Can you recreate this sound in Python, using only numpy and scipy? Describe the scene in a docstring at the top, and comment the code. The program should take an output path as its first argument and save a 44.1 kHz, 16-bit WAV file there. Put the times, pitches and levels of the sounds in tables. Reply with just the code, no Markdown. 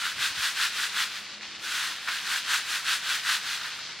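"""Sieving grain in a courtyard

Grain is shaken to and fro in a round metal sieve, about five strokes a second, tossed once and caught.
Each stroke throws thousands of kernels over the mesh: they rattle, hiss and ring the pan;
between strokes they trickle on. The stereo microphone is close, under a courtyard roof,
with a faint hum and distant rumble behind."""
import sys
import numpy as np
from scipy import signal
from scipy.fft import rfft, irfft
from scipy.io import wavfile

SR = 44100
rng = np.random.default_rng(int(sys.argv[2]) if len(sys.argv) > 2 else 0)


def transcribe(signal):
    """Save signal, clipped to [-1, 1], as a 16-bit WAV file at the path in sys.argv[1]."""
    frames = np.atleast_2d(signal).T
    limited = np.clip(frames, -1, 1)
    pcm = np.round(limited * 32767).astype(np.int16)
    wavfile.write(sys.argv[1], SR, pcm)


N = 176400
T = np.arange(N) / SR


def amp(db):
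    """Decibels to gain."""
    return 10 ** (np.asarray(db) / 20)


def unit(x):
    """Scale to rms 1."""
    return x / np.sqrt(np.mean(x ** 2))


def curve(rows):
    """Gain over time through (time_s, level_db) points, silent outside them."""
    return amp(np.interp(T, *np.array(rows).T, left=-120, right=-120))


def swell(at, rise, fall, shape=2):
    """A rise and fall around one moment: shape 2 is a bell, lower is more pointed, higher is flatter."""
    return np.exp(-np.abs((T - at) / np.where(T < at, rise, fall)) ** shape)


def flutter(rate_hz, depth_db):
    """A factor that wanders randomly around 1."""
    knots = rng.standard_normal(2000)
    return amp(depth_db * np.interp(T * rate_hz, np.arange(len(knots)), knots))


def colour(x, points, keep_power=True):
    """Causal filter through (freq_hz, gain_db) points; keep_power scales it to unit power gain."""
    size = 2 * N
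    hz, db = np.array(points).T
    gain = amp(np.interp(np.log(np.fft.rfftfreq(size, 1 / SR) + 1), np.log(hz), db))
    cepstrum = irfft(np.log(unit(gain) if keep_power else gain))
    cepstrum[1:N] *= 2  # minimum phase: ringing only follows a hit
    cepstrum[N + 1:] = 0
    return irfft(rfft(x, size) * np.exp(rfft(cepstrum)))[..., :N]


def widen(x, db):
    """Raise the side signal of a mid and side pair."""
    return np.array([x[0], amp(db) * x[1]])


def impacts(per_s, spread_db):
    """Random tiny impacts, mid and side; each has its own size and place in the sieve."""
    hit = rng.random(N) < per_s / SR
    size = amp(spread_db * np.clip(rng.standard_normal(N), -2.5, 2.5))
    mid = unit(hit * size * np.sign(rng.standard_normal(N)))
    return np.array([mid, mid * rng.standard_normal(N)])


def distant_rumble():
    """Low, steady noise from far behind the sieve."""
    # spectrum of the courtyard: freq_hz, gain_db
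    yard_spectrum = [(22, -25), (40, -9.5), (65, -4.5), (100, -2), (170, 1), (260, 0.5), (400, 0), (600, 0),
                     (900, -0.5), (2000, -23), (8000, -55)]
    return amp(-57) * colour(rng.standard_normal((2, N)), yard_spectrum)


def faint_hum():
    """Low tones waver in pitch and level; each swells or dips once."""
    # tones of the hum: pitch_hz, level_db, swell_at_s, swell_db
    tones = [(102, -78, 1., -3), (151.6, -73, 3.77, 6.5), (203, -71.5, 1.43, 8), (345, -83, 1.55, 16.5)]
    hum = 0
    for hz, db, at, swell_db in tones:
        cycles = np.cumsum(hz * flutter(rate_hz=7, depth_db=0.38)) / SR
        level = amp(db + swell_db * swell(at, 0.28, 0.28, shape=4.7))
        hum += np.sqrt(2) * np.sin(2 * np.pi * cycles) * level * flutter(rate_hz=6.43, depth_db=2.5)
    return hum


def air_buffets():
    """Soft, low puffs of air strike the microphone."""
    # puffs: peak_s, level_db, half_length_s
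    buffets = [(0.19, -53, 0.047), (0.31, -52, .015), (0.387, -49.5, 0.02)]
    # spectrum of a puff: freq_hz, gain_db
    buffet_spectrum = [(20, -26), (45, -1), (70, 1), (110, -4), (180, -10), (350, -9), (1000, -67)]
    puffs = sum(amp(db) * swell(at, half, half) for at, db, half in buffets)
    return colour(rng.standard_normal(N) * puffs, buffet_spectrum)


def roof_echo(source, t60_s=0.61, delay_s=0.0065):
    """The roof returns a diffuse, dying echo, wider than the strokes."""
    t = T[:int(t60_s * SR)]
    decay = np.exp(-np.log(1000) * t / t60_s) * (t >= delay_s)
    response = rng.standard_normal((2, N // 2))[:, :len(t)] * decay
    echo = signal.oaconvolve(np.array([source, source]), unit(response) / np.sqrt(len(t)), axes=1)
    return widen(echo[:, :N], db=3.5)


def rim_ticks():
    """Stray kernels click on the rim."""
    # single strikes: start_s, level_db
    ticks = [(1.267, -18), (1.41, -17.5), (1.4325, -15)]
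    # ring of the rim: freq_hz, gain_db
    rim_spectrum = [(400, -18), (1200, 3), (2200, 21), (4000, -6), (7000, -19), (15000, -32)]
    clicks = np.zeros((2, N))
    for at, db in ticks:
        clicks[0, int(at * SR)] += amp(db)
    return colour(clicks, rim_spectrum)


def sieve_knocks():
    """The sieve jolts in the hands and the whole bed of grain slaps the mesh."""
    # jolts: peak_s, level_db, decay_s
    knocks = [(2.076, -27.5, 0.0077), (2.086, -23.5, 0.015), (3.612, -39, .004), (3.68, -38, .004),
              (3.735, -42, .004), (3.79, -42, .005), (3.892, -41, .005)]
    # spectrum of the slap: freq_hz, gain_db
    knock_spectrum = [(300, -57), (700, -24), (1000, -10.5), (1560, -0.5), (1900, -5.5), (2400, -8.5),
                      (3800, -11.5), (6000, -23), (14000, -36)]
    jolt = sum(amp(db) * swell(at, 0.0029, decay, shape=0.74) for at, db, decay in knocks)
    return colour(impacts(per_s=8000, spread_db=3.5) * jolt, knock_spectrum)


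def sliding_grain():
    """Kernels roll over each other in a dull, dense, even trickle; on a tilt the heap skids thinly."""
    # loose grain on the tilted mesh: time_s, level_db
    slide = [(0, -41), (.3, -36.5), (1.1, -38), (1.22, -41.5), (1.345, -40.5), (1.39, -45.5), (1.44, -39),
             (1.52, -39.5), (1.59, -43), (1.7, -39.5), (2.05, -40), (2.25, -37), (3.0, -38.5), (3.7, -38),
             (3.9, -39.5), (4.0, -41)]
    # spectrum of rolling kernels: freq_hz, gain_db
    trickle_spectrum = [(400, -32), (800, -9), (1150, -2.5), (1550, 1), (2500, 1.5), (3300, 2), (4300, 1),
                        (5200, -3.5), (6500, -9.5), (9000, -21), (12000, -34.5), (16000, -46)]
    # skids of the heap: peak_s, level_db, half_length_s
    skids = [(1.31, -52, 0.045), (1.487, -53, 0.047), (3.86, -43.5, .08)]
    # thin rustle of a skid: freq_hz, gain_db
    skid_spectrum = [(1000, -39), (2500, -16), (3700, -9), (4500, 1), (5200, -2), (6500, -12), (9000, -26),
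                     (16000, -44)]
    kernels = impacts(per_s=7000, spread_db=2.5) * curve(slide)
    rolling = colour(kernels * flutter(rate_hz=50, depth_db=0.96), trickle_spectrum)
    tilt = sum(amp(db) * swell(at, half, half) for at, db, half in skids)
    skidding = colour(rng.standard_normal((2, N)) * tilt, skid_spectrum)
    return widen(rolling + skidding, db=8.5)


def shaken_grain():
    """Strokes and the falling shower drive the pan's ring, the kernels' rattle and the mesh's hiss."""
    # strokes of the sieve: peak_s, level_db, rise_s, fall_s, ring_offset_db, hiss_offset_db
    strokes = [ (.058, -6, 0.091, 0.069, 1, -0.5), (0.245, -1.1, 0.054, 0.056, -1.5, -1),
               (.452, -2.5, 0.08, 0.063, -3, 0.5), (0.643, -0.5, 0.078, .044, -2, -0.5),
               (0.829, -4, 0.09, 0.054, -2, 0.5), (1.013, -2, 0.072, 0.047, 0.5, -0.5),
               (1.155, -12.5, 0.085, 0.074, -9, -4), (2.125, -7.5, 0.032, .1, -0.5, -1.5),
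               (2.347, -4, 0.084, 0.057, 1, 1.5), (2.539, -1, 0.062, 0.058, 0, 0.5),
               (2.752, -5, 0.091, .052, 0, 1.5), (2.917, -1, 0.059, 0.06, 0, 0),
               (3.125, -3, 0.082, 0.062, -1.5, -0.5), (3.326, -0.5, 0.078, 0.047, -1, -0.5),
               (3.525, -6.5, 0.1, 0.062, -3.5, -1), (3.655, -12, 0.064, 0.058, 2.5, -3),
               (3.775, -24, 0.053, 0.038, 6, 5)]
    # the tossed grain rains back: time_s, level_db
    shower = [(1.585, -30), (1.645, -11.5), (1.72, -7), (1.80, -6), (1.885, -8), (1.94, -15), (2.0, -21.5),
              (2.07, -15)]
    # ring of the metal pan: freq_hz, gain_db
    pan_spectrum = [(400, -33.5), (600, -38), (780, -21), (980, -11), (1150, -8), (1420, -0.5), (1580, 1.3),
                    (1850, -6.5), (2150, -9), (3000, -18.5), (6000, -65)]
    # rattle of the kernels: freq_hz, gain_db
    rattle_spectrum = [(500, -37), (1000, -12.5), (1500, 0.5), (1950, 1.5), (2200, -4.5), (2500, 1),
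                       (2950, 0.5), (3400, 2), (3900, 1), (4700, -2.5), (5500, -9), (8000, -17),
                       (16000, -25.5)]
    # hiss of the mesh: freq_hz, gain_db
    hiss_spectrum = [(1500, -33), (3500, -15), (5500, 1.5), (6600, 0), (8000, -1.5), (10000, -4.5),
                     (12000, -10.5), (13500, -13), (16000, -17.5)]
    ring_lead_s, ring_stretch = 0.0071, 0.93  # the pan rings first
    hiss_lag_s, hiss_stretch = 0.0048, 1.076  # the hiss follows and lasts a little longer
    falling = curve(shower)
    rattle_power = falling ** 2
    ring_power = (falling * amp(-1)) ** 2
    hiss_power = (falling * amp(1)) ** 2
    for at, db, rise, fall, ring_db, hiss_db in strokes:
        ring_swell = swell(at - ring_lead_s, rise * ring_stretch, fall * ring_stretch, shape=1.99)
        hiss_swell = swell(at + hiss_lag_s, rise * hiss_stretch, fall * hiss_stretch, shape=1.88)
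        rattle_power += (amp(db) * swell(at, rise, fall, shape=1.99)) ** 2
        ring_power += (amp(db + ring_db) * ring_swell) ** 2
        hiss_power += (amp(db + hiss_db) * hiss_swell) ** 2
    clumps = flutter(rate_hz=70, depth_db=-0.54)  # clumps of grain come and go
    kernel_hits = impacts(per_s=14000, spread_db=3.5) * clumps
    pan_hits = impacts(per_s=6000, spread_db=7.5) * clumps
    mesh_hits = impacts(per_s=12000, spread_db=1.5) * clumps
    ring = amp(-29) * colour(pan_hits * np.sqrt(ring_power), pan_spectrum)
    rattle = amp(-25.5) * colour(kernel_hits * np.sqrt(rattle_power), rattle_spectrum)
    hiss = amp(-34) * colour(mesh_hits * np.sqrt(hiss_power), hiss_spectrum)
    return ring + rattle + hiss


def stereo_image(mid, side):
    """Left and right agree in the middle range and part in the treble, which leans to the left."""
    # stereo width: freq_hz, side_gain_db
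    width = [(30, -33), (120, -19), (280, -15), (600, -14), (800, -21.5), (1000, -41.5), (1400, -60.5),
             (1900, -66.5), (2500, -43), (3200, -21.5), (4000, -19), (6000, -10), (8500, -10),
             (13000, -4.5)]
    # lean of the treble: freq_hz, left_minus_right_db
    balance = [(1500, 0), (4000, .9), (8000, 1.3), (12000, 2.5)]
    side = colour(side, width, keep_power=False)
    spectra = rfft(np.array([mid + side, mid - side]), 2 * N)
    lean_db = np.interp(np.fft.rfftfreq(2 * N, 1 / SR), *np.array(balance).T)
    return irfft(spectra * amp(np.array([lean_db, -lean_db]) / 2))[:, :N]


def scene():
    """The sieve close to the microphone, the roof overhead, the courtyard behind."""
    sieve = shaken_grain() + sliding_grain() + sieve_knocks() + rim_ticks()
    mid, side = sieve + amp(-18) * roof_echo(sieve[0]) + distant_rumble()
    return stereo_image(mid + faint_hum() + air_buffets(), side)


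def record(dry):
    """The recorder cuts the top treble steeply."""
    top_hz = 15800
    return signal.sosfilt(signal.ellip(12, .1, 80, top_hz, fs=SR, output="sos"), dry)


dry = scene()
out = record(dry)
transcribe(out)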